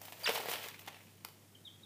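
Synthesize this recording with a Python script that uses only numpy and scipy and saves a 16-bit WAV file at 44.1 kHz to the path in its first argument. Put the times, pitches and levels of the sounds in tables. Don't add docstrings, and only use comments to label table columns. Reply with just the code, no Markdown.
import sys
import numpy as np
from scipy import signal
from scipy.fft import rfft, irfft
from scipy.io import wavfile

SR = 44100
rng = np.random.default_rng(int(sys.argv[2]) if len(sys.argv) > 2 else 0)


def generate_wav(sig):
    pcm = np.round(np.clip(np.atleast_2d(sig).T, -1, 1) * 32767).astype(np.int16)
    wavfile.write(sys.argv[1], SR, pcm)


N = 81585
T = np.arange(N) / SR

# frequency in Hz, relative level in dB.
CRUNCH_SPECTRUM = [(60, -71), (300, -26), (1000, -3.5), (1500, -3.5), (1800, 0), (2400, -2.5), (3100, 0),
                   (3800, -3), (5000, -8.5), (7000, -15.5), (15000, -17)]
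# frequency in Hz, relative level in dB.
GRIT_SPECTRUM = [(1000, -38), (3500, -7.5), (5500, -3.5), (7500, -4), (11000, -4.5), (13000, -0.5),
                 (15500, 2.5)]


def squeak():
    # time in seconds, then the levels of the tone, its octave and the rasp in dB.
    envelopes = [(.234, -63, -93, -73), (0.2429, -42, -83, -55), (0.242, -38, -45, -45),
                 (0.251, -36.5, -79, -66), (0.2538, -49, -64, -80), (.259, -35, -52, -41),
                 (0.264, -33.5, -47, -36), (0.273, -36.5, -35.5, -63), (.276, -62, -44, -26),
                 (.278, -38, -72, -54), (0.282, -35, -67, -33.5), (0.286, -55, -70, -62)]
    # time in seconds, pitch in Hz.
    pitch_curve = [(.234, 4500), (.243, 4830), (.25, 4720), (.2535, 4300), (.259, 3600), (.265, 2930),
                   (.269, 2760), (.273, 2700), (.277, 2800), (.283, 3080)]
    # frequency in Hz, relative level in dB.
    rasp_spectrum = [(100, -69), (400, -54), (1000, 8.5), (1800, 12.5), (3000, 5.5), (4300, -5),
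                     (6000, -39), (12000, -84)]
    times, *levels_db = np.transpose(envelopes)
    tone, octave, rasp = (np.interp(T, times, amp(db), 0, 0) for db in levels_db)
    jitter = 1 + 0.0213 * wander(hz=680)
    pitch_hz = np.interp(T, *np.transpose(pitch_curve)) * jitter
    phase = 2 * np.pi * np.cumsum(pitch_hz) / SR
    overtones = np.sin(2 * phase) + amp(-16) * np.sin(3 * phase)
    voice = tone * np.sin(phase) + octave * overtones
    return np.sqrt(2) * voice + rasp * ring(rng.standard_normal(N), click(rasp_spectrum))


def peeps():
    # start in seconds, length in seconds, first and last pitch in Hz, level in dB.
    notes = [(1.546, 0.015, 3250, 2820, -56), (1.646, 0.042, 3825, 2975, -49.5),
             (1.829, 0.03, 3880, 3200, -59)]
    bend, softness = 1.65, 0.96
    out = np.zeros(N)
    for start, length, first_hz, last_hz, db in notes:
        progress = np.arange(0, 1, 1 / (length * SR))
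        glide_hz = first_hz + (last_hz - first_hz) * progress ** bend
        jitter = 1 + 0.008 * wander(hz=300)[:len(progress)]
        wobble_db = 4 * wander(hz=110)[:len(progress)]
        envelope = amp(db + wobble_db) * abs(np.sin(np.pi * progress)) ** softness
        phase = 2 * np.pi * np.cumsum(glide_hz * jitter) / SR
        add(out, start, envelope * np.sqrt(2) * np.sin(phase))
    return out


def steps_and_pecks():
    # start in seconds, crunch level in dB, knock (before its trim) and grit in dB relative
    # to the crunch, decay in seconds, knock pitch in Hz.
    contacts = [(0.016, -56, 5.5, 10.5, 0.0057, 710), (0.052, -56.5, -6, 9, 0.01, 764),
                (0.082, -53, 2, -11, 0.012, 730), (.102, -61, -6, 7, 0.0012, 720),
                (.123, -49.5, 0.5, -1, 0.011, 694), (.277, -36, 1, -17, 0.0062, 590),
                (0.2886, -33.5, 3.5, -7, 0.0046, 503), (0.293, -28.5, 5, -29, 0.0021, 497),
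                (0.357, -38, 2.5, -14, 0.0034, 910), (0.377, -46.5, 13, -4, 0.0046, 850),
                (.402, -49.5, 14, 2, 0.0067, 754), (0.435, -51.5, 13, 3, 0.0046, 595),
                (0.4574, -47, 13, 2, 0.0033, 618), (.486, -41, 8, -5, 0.0061, 503),
                (.493, -43.5, -3, -13, 0.0024, 600), (.514, -41.5, 2, -2, 0.0043, 730),
                (.5305, -40.5, 0, -7, 0.005, 770), (.536, -37, -1.5, -4, 0.0064, 694),
                (0.557, -40, -16, -15, 0.0033, 724), (0.66, -54.5, 10, -8, 0.0034, 395),
                (0.6852, -44.5, -11, 6, .003, 827), (.793, -59.5, 1.5, 10.5, 0.0052, 800),
                (0.863, -56.5, 0, 5, 0.004, 845), (.8752, -45.5, 0, -7, 0.0024, 780),
                (.8787, -43.5, 1, -13, 0.0051, 710), (.884, -47, 3, 0.5, 0.0033, 800),
                (1.2476, -44, -21, -2, 0.0029, 900), (1.2495, -41, 6, 9, 0.00067, 880),
                (1.286, -58, 6, 5.5, .003, 905)]
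    knock_trim_db = -5
    crunch, grit = on_floor(click(CRUNCH_SPECTRUM)), click(GRIT_SPECTRUM)
    out = np.zeros(N)
    for start, db, knock_db, grit_db, decay_s, hz in contacts:
        knock_gain = amp(db + knock_db + knock_trim_db) * np.sqrt(decay_s * SR)
        add(out, start, knock_gain * floor_knock(hz))
        add(out, start, grain_burst(crunch, db, decay_s))
        add(out, start, grain_burst(grit, db + grit_db, decay_s))
    return out


def scuffle():
    # time in seconds, then the levels of rumble, crunch and grit in dB before their trims.
    envelopes = [(0, -75, -67, -72), (0.024, -47.5, -46.5, -55), (.085, -64.5, -51, -56.5),
                 (.115, -62, -61.5, -61.5), (.19, -55, -50, -59), (.235, -47.5, -44, -48.5),
                 (.275, -53.5, -44.5, -50), (.3, -29, -27, -46), (.322, -52, -39.5, -43),
                 (.35, -39, -32.5, -41.5), (.39, -41.5, -35.5, -47), (.43, -46, -41, -51.5),
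                 (0.468, -48, -37.5, -52.5), (0.498, -41, -34.5, -39.5), (.545, -45, -37, -49.5),
                 (.6, -52, -40, -53.5), (0.668, -51, -40.5, -50), (.72, -75, -47.5, -66),
                 (.775, -81, -53, -68), (.81, -55, -56.5, -59), (.85, -68, -52.5, -66),
                 (.91, -54.5, -53, -70), (1.02, -72, -57.5, -66), (1.15, -81, -62.5, -74),
                 (1.4, -75, -64.5, -82)]
    times, *levels_db = np.transpose(envelopes)
    bodies = floor_knock(hz=621), on_floor(click(CRUNCH_SPECTRUM)), click(GRIT_SPECTRUM)
    trims_db = -6.5, -10, 1.5
    spurts = amp(1.58 * wander(hz=60))
    out = np.zeros(N)
    for level_db, body, trim_db in zip(levels_db, bodies, trims_db):
        contacts = grains(per_s=4000, size=N)
        flicker_db = 1.5 * wander(hz=86)
        envelope = spurts * amp(np.interp(T, times, level_db) + trim_db + flicker_db)
        out += ring(contacts * envelope, body)
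    return out


def crumbs():
    # start in seconds, level in dB before the trim, pitch in Hz.
    landings = [(0.64, -39, 3020), (.715, -51, 2500), (0.7433, -44.5, 2440), (0.793, -45.5, 2670),
                (.817, -50.5, 2600), (0.902, -53, 2700), (.928, -52, 2760), (0.944, -46.5, 2460),
                (.966, -52, 2430), (1.006, -54.5, 2357), (1.014, -56, 2600), (1.069, -56, 2690),
                (1.081, -58.5, 2680)]
    # multiple of its pitch, relative level in dB.
    tick_spectrum = [(.05, -34), (.3, -7.5), (.6, -4.5), (.85, 0), (1, 4), (1.2, -6.5), (1.6, -11),
                     (2.2, -15.5), (6, -33)]
    trim_db = -4
    out = np.zeros(N)
    for start, db, hz in landings:
        tick = click([(hz * multiple, level) for multiple, level in tick_spectrum])
        add(out, start, grain_burst(tick, db + trim_db, decay_s=0.0032))
    return out


def grain_burst(body, db, decay_s):
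    t = T[:SR // 8]
    rise_s = 0.0002
    force = np.minimum(t / rise_s, 1) * np.exp(-t / decay_s)
    burst = ring(force * grains(per_s=9700, size=len(t)), body)
    return amp(db) * np.sqrt(decay_s * SR) * burst / (np.linalg.norm(burst) + 1e-12)


def grains(per_s, size):
    strength_db = 2 * np.minimum(rng.exponential(1, size), 4)
    sign = rng.choice([-1, 1], size)
    hits = rng.random(size) < per_s / SR
    return unit(amp(strength_db) * sign * hits)


def floor_knock(hz):
    # multiple of the knock's pitch, relative level in dB.
    knock_spectrum = [(.06, -76), (.25, -15), (.55, -11), (.8, -7.5), (1, 3), (1.25, -5.5), (1.9, -12.5),
                      (3.3, -23.5), (8, -43.5)]
    return on_floor(click([(hz * multiple, db) for multiple, db in knock_spectrum]))


def on_floor(touch):
    # frequency in Hz, resonance in dB relative to the touch, seconds to die away by 60 dB.
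    floor_modes = [(450, 3, 0.027), (682, -19, 0.023), (723, -9, 0.027), (826, -5.5, 0.098),
                   (903, 0, 0.017), (1321, -0.5, 0.12), (1860, -17, 0.088), (2170, -6, 0.01),
                   (2460, -8, 0.015), (3014, -4, 0.062)]
    t = T[:SR // 10]
    modes = np.zeros(len(t))
    for hz, db, t60 in floor_modes:
        unity_peak = 2 * np.log(1000) / (t60 * SR)
        modes += unity_peak * amp(db - 60 * t / t60) * np.cos(2 * np.pi * hz * t)
    sound = ring(modes, touch)
    add(sound, 0, touch)
    return sound / np.linalg.norm(sound)


def room(dry, wet_db):
    # frequency in Hz, seconds to die away by 60 dB.
    reverb_times = [(200, 0.98), (1000, 0.39), (3000, 0.48), (8000, 0.37), (15000, 0.4)]
    build_up_s = 0.0024
    hz, t, noise = signal.stft(rng.standard_normal(SR // 2), SR, nperseg=256)
    decay = amp(-60 * t / curve_at(reverb_times, hz)[:, None])
    tail = signal.istft(noise * decay, SR, nperseg=256)[1]
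    tail *= np.minimum(T[:len(tail)] / build_up_s, 1)
    return dry + amp(wet_db) * ring(dry, tail / np.linalg.norm(tail))


def mains_hum():
    # frequency in Hz, level in dB.
    tones = [(100, -67.5), (164, -80.5)]
    return sum(amp(db) * np.sqrt(2) * np.sin(2 * np.pi * (hz * T + rng.random())) for hz, db in tones)


def room_noise():
    # frequency in Hz, relative level in dB.
    air_spectrum = [(30, -20), (75, -16), (105, -3), (150, 3), (250, -1.5), (400, -6), (600, -11.5),
                    (1200, -18), (3000, -20.5), (7000, -18.5), (15500, -21.5)]
    colour = amp(curve_at(air_spectrum, np.fft.rfftfreq(N, 1 / SR)))
    return amp(-63) * unit(irfft(rfft(rng.standard_normal(N)) * colour, N))


def click(spectrum, size=4096):
    log_gain = np.log(amp(curve_at(spectrum, abs(np.fft.fftfreq(size, 1 / SR)))))
    response = np.exp(np.conj(signal.hilbert(log_gain)))
    pulse = np.fft.ifft(response).real[:size // 2]
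    return pulse / np.linalg.norm(pulse)


def wander(hz):
    rolloff = 1 + (np.fft.rfftfreq(N, 1 / SR) / hz) ** 4
    return unit(irfft(rfft(rng.standard_normal(N)) / rolloff, N))


def curve_at(points, hz):
    frequencies, values = np.transpose(points)
    return np.interp(np.log(hz + 1), np.log(frequencies + 1), values)


def ring(drive, response):
    return signal.fftconvolve(drive, response)[:len(drive)]


def add(mix, start_s, sound):
    part = mix[max(round(start_s * SR), 0):][:len(sound)]
    part += sound[:len(part)]


def amp(db):
    return 10 ** (np.asarray(db) / 20)


def unit(x):
    return x / np.sqrt(np.mean(x ** 2) + 1e-20)


def scene():
    litter = room(steps_and_pecks() + crumbs(), wet_db=-7.5) + room(scuffle(), wet_db=-13)
    voices = room(squeak(), wet_db=-8) + room(peeps(), wet_db=-5)
    return (litter + voices + mains_hum() + room_noise())[None]


def record(dry):
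    low_cut_hz, high_cut_hz = 12, 15450
    low_cut = signal.butter(2, low_cut_hz, "high", fs=SR, output="sos")
    high_cut = signal.firwin(511, high_cut_hz, window=("kaiser", 9), fs=SR)
    return signal.oaconvolve(signal.sosfilt(low_cut, dry), high_cut[None], "same")


dry = scene()
out = record(dry)
generate_wav(out)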